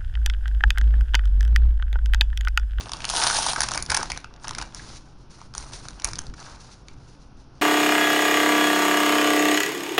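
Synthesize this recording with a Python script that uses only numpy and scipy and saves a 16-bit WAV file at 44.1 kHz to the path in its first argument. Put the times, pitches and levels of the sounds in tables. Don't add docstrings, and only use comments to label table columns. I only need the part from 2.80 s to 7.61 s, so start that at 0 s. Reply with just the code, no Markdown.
import sys
import numpy as np
from scipy import signal
from scipy.fft import rfft, irfft
from scipy.io import wavfile

SR = 44100
rng = np.random.default_rng(int(sys.argv[2]) if len(sys.argv) > 2 else 0)


def int16_out(signal):
    q = np.round(np.clip(np.atleast_2d(signal).T, -1, 1) * 32767)
    wavfile.write(sys.argv[1], SR, q.astype(np.int16))


N = 212253
TIME = np.arange(N) / SR

# f/Hz, level/dB
AIR_SPECTRUM = [(100, -11.5), (200, -9), (450, -13.5), (650, -16), (900, -15.5), (1400, -10.5), (2000, -21),
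                (3500, -27), (5500, -23.5), (7500, -41), (10500, -42)]
# start t/s, duration/s, rumble level/dB
HAND_LEANS = [(-0.03, 0.097, -40), (0.1, 0.8, -42), (0.88, 0.47, -40.5), (1.653, 0.21, -41.5),
              (1.93, 0.22, -43.5), (2.75, 0.39, -45), (3.23, 0.31, -41), (4.075, 0.12, -46.5)]
# f/Hz, level/dB
RUMBLE_SPECTRUM = [(10, 0), (25, -5.5), (40, 1.5), (60, -5.5), (92, -12), (120, -5), (200, -15.5),
                   (320, -17), (500, -29.5), (1000, -40.5), (3000, -78.5)]
# t/s, level/dB, f/Hz
MATTRESS_PUSHES = [(0.809, -27, 60), (1.101, -28, 65), (2.779, -31.5, 55), (3.249, -25.5, 52),
                   (3.491, -30.5, 50)]
# start t/s, duration/s, hiss level/dB, flexing level/dB, fizz level/dB re hiss
CLOTH_STROKES = [(-0.03, 0.031, -41, -42.5, -6), (0.036, 0.04, -54.5, -44, 0),
                 (0.112, 0.17, -45, -44, -5.5), (0.292, 0.4, -34, -39.5, 0), (0.766, 0.074, -33, -35, -5),
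                 (0.878, 0.098, -38, -34.5, -9.5), (1.079, 0.13, -35, -34.5, -11),
                 (1.265, 0.098, -47, -47.5, -11), (1.5, 0.07, -79, -53, -15), (1.601, 0.13, -53, -47.5, -3),
                 (1.75, 0.073, -45.5, -43.5, -12), (1.868, 0.086, -55.5, -56.5, -12),
                 (1.921, 0.24, -44, -51, -9), (2.252, 0.025, -60, -60.5, -13),
                 (2.38, 0.032, -63.5, -71, -15), (2.495, 0.051, -51, -57, -8.5),
                 (2.577, 0.045, -52, -55, -7), (2.734, 0.15, -48, -49, -3.5),
                 (2.914, 0.041, -41.5, -47, -5.5), (2.973, 0.14, -50.5, -52, -4),
                 (3.144, 0.065, -56.5, -52.5, -8), (3.231, 0.052, -43, -40, -17),
                 (3.309, 0.15, -54, -50.5, -16), (3.548, 0.2, -47, -48, -11),
                 (3.775, 0.16, -50.5, -55.5, -9.5), (4.06, 0.062, -62.5, -58.5, -13),
                 (4.168, 0.17, -60, -64.5, -9), (4.394, 0.04, -60.5, -77, -11),
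                 (4.564, 0.036, -63, -62, -16.5), (4.722, 0.099, -66, -63.5, -18)]
# f/Hz, level/dB
HISS_SPECTRUM = [(900, -22), (2000, -2.5), (2500, -9.5), (3100, -12.5), (4200, -2), (5200, -4.5),
                 (6300, -4.5), (7500, -5), (8500, -5.5), (10000, -19)]
# f/Hz, level/dB
FIZZ_SPECTRUM = [(3000, -26), (6500, -4.5), (8500, 29), (10300, 7)]
# f/Hz, level/dB
SLACK_PAPER = [(200, -5), (350, -6), (550, -5.5), (850, -3.5), (1300, 3), (1700, 0), (2200, -10),
               (3200, -21), (6000, -61.5)]
# t/s, crack level/dB, crack f/Hz, ring level/dB re crack, ring f/Hz
BUCKLES = [(0.009, -32, 3560, -18, 1410), (0.093, -36, 3900, 0.5, 1100), (0.118, -29, 4700, -4, 895),
           (0.134, -25.5, 4000, -7.5, 1030), (0.204, -36.5, 3700, 0, 1220), (0.244, -29, 3780, 2.5, 1410),
           (0.252, -24, 4660, -9, 1090), (0.2906, -25.5, 4200, -16, 1660), (0.2992, -21, 5040, -8, 1050),
           (0.304, -28, 5600, -3, 1020), (0.336, -36, 4800, 10.5, 820), (0.3628, -23, 5140, -10, 1040),
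           (0.423, -23.5, 4400, 5, 1020), (0.437, -18.5, 5070, -9, 1170), (0.443, -24, 4500, 2, 1150),
           (0.467, -18, 4400, -1.5, 1000), (0.4723, -19, 4600, -5, 1460), (0.498, -24.5, 4900, 7, 1430),
           (0.507, -34, 4600, 14, 1470), (0.545, -24, 5330, -6.5, 1040), (0.5665, -24, 5800, -4, 1600),
           (0.578, -34, 4400, 11.5, 800), (0.663, -24, 5400, 1.5, 1020), (0.6846, -23.5, 4600, -1.5, 970),
           (0.733, -26, 5470, 1.5, 1060), (0.760, -28.5, 5000, 11, 1420), (0.781, -32.5, 5370, 5, 960),
           (0.8054, -17.5, 5700, 0.5, 1210), (0.818, -21, 5000, 1, 1350), (0.832, -21, 5900, -2, 1300),
           (0.886, -24.5, 5000, -1.5, 1520), (0.9164, -25.5, 5300, 2, 1220), (0.937, -26, 4930, -21, 1430),
           (0.945, -27.5, 5200, 1, 1710), (0.976, -22.5, 5420, 1.5, 1610),
           (1.0246, -24.5, 7200, -11.5, 1340), (1.062, -33, 4930, -10, 1350),
           (1.0984, -26.5, 5060, 4.5, 1390), (1.1014, -19.5, 5050, -1, 1540),
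           (1.1178, -21.5, 4970, 4.5, 1090), (1.123, -27, 4720, 7, 1277), (1.1446, -16.5, 5270, 0, 1560),
           (1.1658, -20.5, 4900, -4, 1080), (1.1721, -21, 6500, 2.5, 1520), (1.211, -41, 4600, 15.5, 1250),
           (1.2284, -26, 5650, 1.5, 955), (1.300, -27.5, 4200, 0, 900), (1.318, -26.5, 5100, 4, 1465),
           (1.375, -31, 5070, 1, 1000), (1.4434, -40, 3900, 9, 1270), (1.642, -37.5, 4600, 6, 1410),
           (1.651, -45.5, 4400, 9, 1130), (1.681, -29, 5530, -1.5, 1220), (1.692, -32, 5000, 0, 1510),
           (1.708, -32.5, 5100, 2.5, 1093), (1.749, -31, 5000, 0, 1850), (1.7826, -27.5, 5570, 2, 1510),
           (1.813, -31, 3900, -4.5, 860), (1.823, -32, 5440, 3, 1230), (1.947, -32, 5570, -9, 1100),
           (1.992, -47.5, 4600, 14.5, 1810), (2.614, -48, 4750, 8.5, 1090), (2.738, -40, 4600, -2, 1140),
           (2.7506, -32.5, 5430, -0.5, 1190), (2.7795, -26, 6300, -10, 1080),
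           (2.935, -36, 4700, -7.5, 1160), (3.051, -44.5, 4600, 5.5, 1000),
           (3.085, -32.5, 5540, -3.5, 1130), (3.198, -39, 4400, -4, 1230), (3.2195, -37.5, 5000, -2, 1330),
           (3.2447, -17, 6600, -8, 1500), (3.251, -29, 4940, -1, 1440), (3.287, -34.5, 5540, -7, 1200),
           (3.333, -31, 5100, -1.5, 1420), (3.3558, -32.5, 4640, -12, 1470),
           (3.3857, -35.5, 5300, -7, 1500), (3.389, -24.5, 5330, -8.5, 1450),
           (3.4674, -39.5, 4600, -10, 980), (3.5379, -44, 5050, 5, 1560), (3.664, -48.5, 5100, 10.5, 1400),
           (4.084, -41.5, 3970, -2, 2150)]
# t/s, crackle level/dB, drumming level/dB
SEAL_PULLS = [(0.27, -44, -46), (0.31, -33, -42), (0.36, -25.5, -29.5), (0.43, -26, -28), (0.5, -26.5, -32),
              (0.56, -24.5, -30.5), (0.64, -29, -35.5), (0.71, -29, -35), (0.76, -38.5, -41)]
# f/Hz, level/dB
FIBRE_SPECTRUM = [(700, -22), (1700, -6), (2200, -4), (2800, -2), (4000, 2.5), (5500, 2.5), (7500, 2),
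                  (10300, -0.5)]
# f/Hz, level/dB
TAUT_PAPER = [(200, -21.5), (330, -8), (480, -14), (640, -9.5), (850, -1), (1020, -7), (1200, -4.5),
              (1480, 0), (1800, -3), (2200, -13), (3000, -30.5), (6000, -55)]
# delay t/s, level/dB
EARLY_ECHOES = [(.0023, -29.5), (.0043, -19), (.0071, -28), (0.011, -25.5), (.0205, -45), (.0283, -19)]
# f/Hz, T60/s
DECAY_TIMES = [(300, 0.64), (1200, 0.21), (4000, 0.33), (10000, 0.26)]
# f/Hz, level/dB
TAIL_SPECTRUM = [(300, -16), (1300, -11), (2500, -4.5), (5000, -18.5), (10000, -17.5)]
# f/Hz, level/dB
MIC_RESPONSE = [(400, 0.5), (900, 4), (1200, -2.5), (1500, -3), (1800, -6.5), (2100, -6), (2700, 0.5),
                (3300, 0.5), (4200, -1.5), (6000, 1), (7000, -4), (7900, -13.5), (8800, 0), (10200, 1)]


def amp(db):
    return 10 ** (np.asarray(db) / 20)


def unit_rms(x):
    return x / np.sqrt(np.mean(x ** 2) + 1e-20)


def read(points, hz):
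    f, value = np.transpose(points)
    return np.interp(np.log(hz + 1), np.log(f + 1), value)


def add(mix, start_s, sound):
    part = mix[max(round(start_s * SR), 0):][:len(sound)]
    part += sound[:len(part)]


def colour(x, spectrum, size=8192):
    log_gain = np.log(amp(read(spectrum, abs(np.fft.fftfreq(size, 1 / SR)))))
    response = np.fft.ifft(np.exp(np.conj(signal.hilbert(log_gain)))).real
    return signal.oaconvolve(x, response[:size // 2])[:len(x)]


def band(x, low_hz, high_hz):
    return signal.sosfilt(signal.butter(3, [low_hz, high_hz], "band", fs=SR, output="sos"), x)


def resonate(x, hz, width_hz):
    r = np.exp(-np.pi * width_hz / SR)
    return signal.lfilter([1, 0, -1], [1, -2 * r * np.cos(2 * np.pi * hz / SR), r * r], x)


def gestures(starts, lengths, dbs, attack_share, release_s):
    power = np.zeros(N)
    for start, length, db in zip(starts, lengths, dbs):
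        t = TIME - start
        swell = np.clip(t / (attack_share * length), 0, 1)
        release = np.exp(-np.maximum(t - length, 0) / release_s)
        power += (amp(db) * swell * release) ** 2
    return np.sqrt(power + 1e-14)


def impulses(per_s, spread_db):
    size = amp(spread_db * np.minimum(rng.exponential(1, N), 4))
    return size * rng.choice([-1, 1], N) * (rng.random(N) < per_s / SR)


def grip(rate_hz, depth_db):
    low_pass = 1 / (1 + (np.fft.rfftfreq(N, 1 / SR) / rate_hz) ** 4)
    wander = irfft(rfft(rng.standard_normal(N)) * low_pass, N)
    return amp(depth_db * np.clip(unit_rms(wander), -2, 2))


def steady_noise(spectrum):
    return unit_rms(colour(rng.standard_normal(N), spectrum))


def room_tone(level_db=-57.5):
    return amp(level_db) * steady_noise(AIR_SPECTRUM)


def bedding(resting_db=-47, thump_decay_s=0.019):
    leaning = gestures(*np.transpose(HAND_LEANS), attack_share=0.11, release_s=0.038)
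    out = np.hypot(amp(resting_db), leaning) * steady_noise(RUMBLE_SPECTRUM)
    t = TIME[:SR // 2]
    for start, db, hz in MATTRESS_PUSHES:
        add(out, start, -amp(db) * np.sin(2 * np.pi * hz * t) * np.exp(-t / thump_decay_s))
    return out


def stroke_envelopes():
    start, length, hiss_db, flex_db, fizz_db = np.transpose(CLOTH_STROKES)
    return [gestures(start, length, db, attack_share=0.25, release_s=0.044)
            for db in (hiss_db, flex_db, hiss_db + fizz_db)]


def rubbing(hiss, flex, fizz):
    fine_slips = impulses(per_s=7500, spread_db=-0.5) * grip(rate_hz=26, depth_db=2.5)
    coarse_slips = impulses(per_s=2200, spread_db=0.5) * grip(rate_hz=95, depth_db=3.5)
    return (hiss * unit_rms(colour(fine_slips, HISS_SPECTRUM))
            + fizz * unit_rms(colour(fine_slips, FIZZ_SPECTRUM))
            + flex * unit_rms(colour(coarse_slips, SLACK_PAPER)))


def buckling(creases, lead_s=0.0004, size=1024):
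    start, db, crack_hz, ring_db, ring_hz = np.transpose(creases)
    noise = rng.standard_normal((len(creases), size))
    length_s = 0.0012 * np.exp(0.04 * ring_db + 0.55 * noise[:, -1])
    age = 1.32 * TIME[:size] / (length_s + lead_s / 2)[:, None]
    bursts = noise * age ** 2 * np.exp(-1.5 * age)
    edges, panel_forces = band(bursts, 7870, 10090), band(bursts, 560, 2530)
    edge_db = -7 + 0.37 * (db + 27) + 7.5 * np.log2(crack_hz / 5000)
    width_hz = np.interp(ring_db, [0, 12], [1300, 480])
    span = 0.004 * SR
    out = np.zeros(N)
    for k in range(len(creases)):
        fractures = band(bursts[k], 0.54 * crack_hz[k], 8130)
        crack = resonate(fractures, crack_hz[k], width_hz=2900)
        panel = resonate(panel_forces[k], ring_hz[k], width_hz[k])
        panel = resonate(panel, ring_hz[k], width_hz[k])
        for part, part_db in (crack, 0), (edges[k], edge_db[k]), (panel, ring_db[k]):
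            gain = amp(db[k] + part_db) * np.sqrt(span / np.sum(part ** 2))
            add(out, start[k] - lead_s, gain * part)
    return out


def crinkles(bending, count=170, scatter_db=3.5, scatter_octaves=0.4):
    at = ((np.arange(count) + rng.random(count)) * (N - 1) / count).astype(int)
    strength, tightness, hollowness, panel_pitch = np.clip(rng.standard_normal((count, 4)), -2, 2).T
    crack_db = 20 * np.log10(bending[at]) + 4 + scatter_db * strength
    crack_hz = 4600 * 2 ** (scatter_octaves * tightness)
    ring_db = -4.5 + scatter_db * hollowness
    ring_hz = 1150 * 2 ** (scatter_octaves * panel_pitch)
    return np.column_stack([at / SR, crack_db, crack_hz, ring_db, ring_hz])


def pull_envelopes(fade_s=0.024):
    t, crackle_db, drum_db = np.transpose(SEAL_PULLS)
    outside_s = np.maximum(t[0] - TIME, 0) + np.maximum(TIME - t[-1], 0)
    return [amp(np.interp(TIME, t, db)) * np.exp(-outside_s / fade_s) for db in (crackle_db, drum_db)]


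def patches(breaks, low_hz, high_hz, width_hz, count):
    patch = rng.integers(0, count, N)
    pitches = np.linspace(low_hz, high_hz, count)
    return sum(resonate(breaks * (patch == k), hz, width_hz) for k, hz in enumerate(pitches))


def peeling(crackle, drum):
    breaks = impulses(per_s=2400, spread_db=2.0) * grip(rate_hz=61, depth_db=1.7)
    fibres = patches(breaks, low_hz=2300, high_hz=10390, width_hz=870, count=14)
    panels = patches(breaks, low_hz=416, high_hz=1970, width_hz=300, count=7)
    return (crackle * unit_rms(colour(fibres, FIBRE_SPECTRUM))
            + drum * unit_rms(colour(panels, TAUT_PAPER)))


def reverberation(x, build_s=0.0017, size=256):
    hz, t, spectra = signal.stft(rng.standard_normal(SR // 2), SR, nperseg=size)
    decay = amp(-60 * t / read(DECAY_TIMES, hz)[:, None])
    tail = signal.istft(spectra * decay, SR, nperseg=size)[1]
    tail *= 1 - np.exp(-TIME[:len(tail)] / build_s)
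    response = colour(tail / np.linalg.norm(tail), TAIL_SPECTRUM)
    for delay_s, db in EARLY_ECHOES:
        add(response, delay_s, amp([db]))
    return signal.fftconvolve(x, response)[:N]


def scene(stray_db=-77, taut_crinkle_db=-5):
    hiss, flex, fizz = stroke_envelopes()
    crackle, drum = pull_envelopes()
    bending = flex * flex / np.hypot(flex, hiss)
    creases = np.vstack([crinkles(bending + amp(taut_crinkle_db) * drum), BUCKLES])
    paper = buckling(creases) + peeling(crackle, drum)
    mix = room_tone() + paper + reverberation(paper) + rubbing(hiss, flex, fizz) + bedding()
    stray = amp(stray_db) * steady_noise(RUMBLE_SPECTRUM)
    return np.array([mix + stray, mix - stray])


def record(dry, ceiling=0.48, cutoff_hz=10500):
    heard = np.array([colour(channel, MIC_RESPONSE) for channel in dry])
    heard = heard / (1 + (heard / ceiling) ** 6) ** (1 / 6)
    low_pass = signal.firwin(255, cutoff_hz, window=("kaiser", 8), fs=SR)
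    return signal.oaconvolve(heard, low_pass[None], "same", axes=1)


dry = scene()
out = record(dry)
int16_out(out)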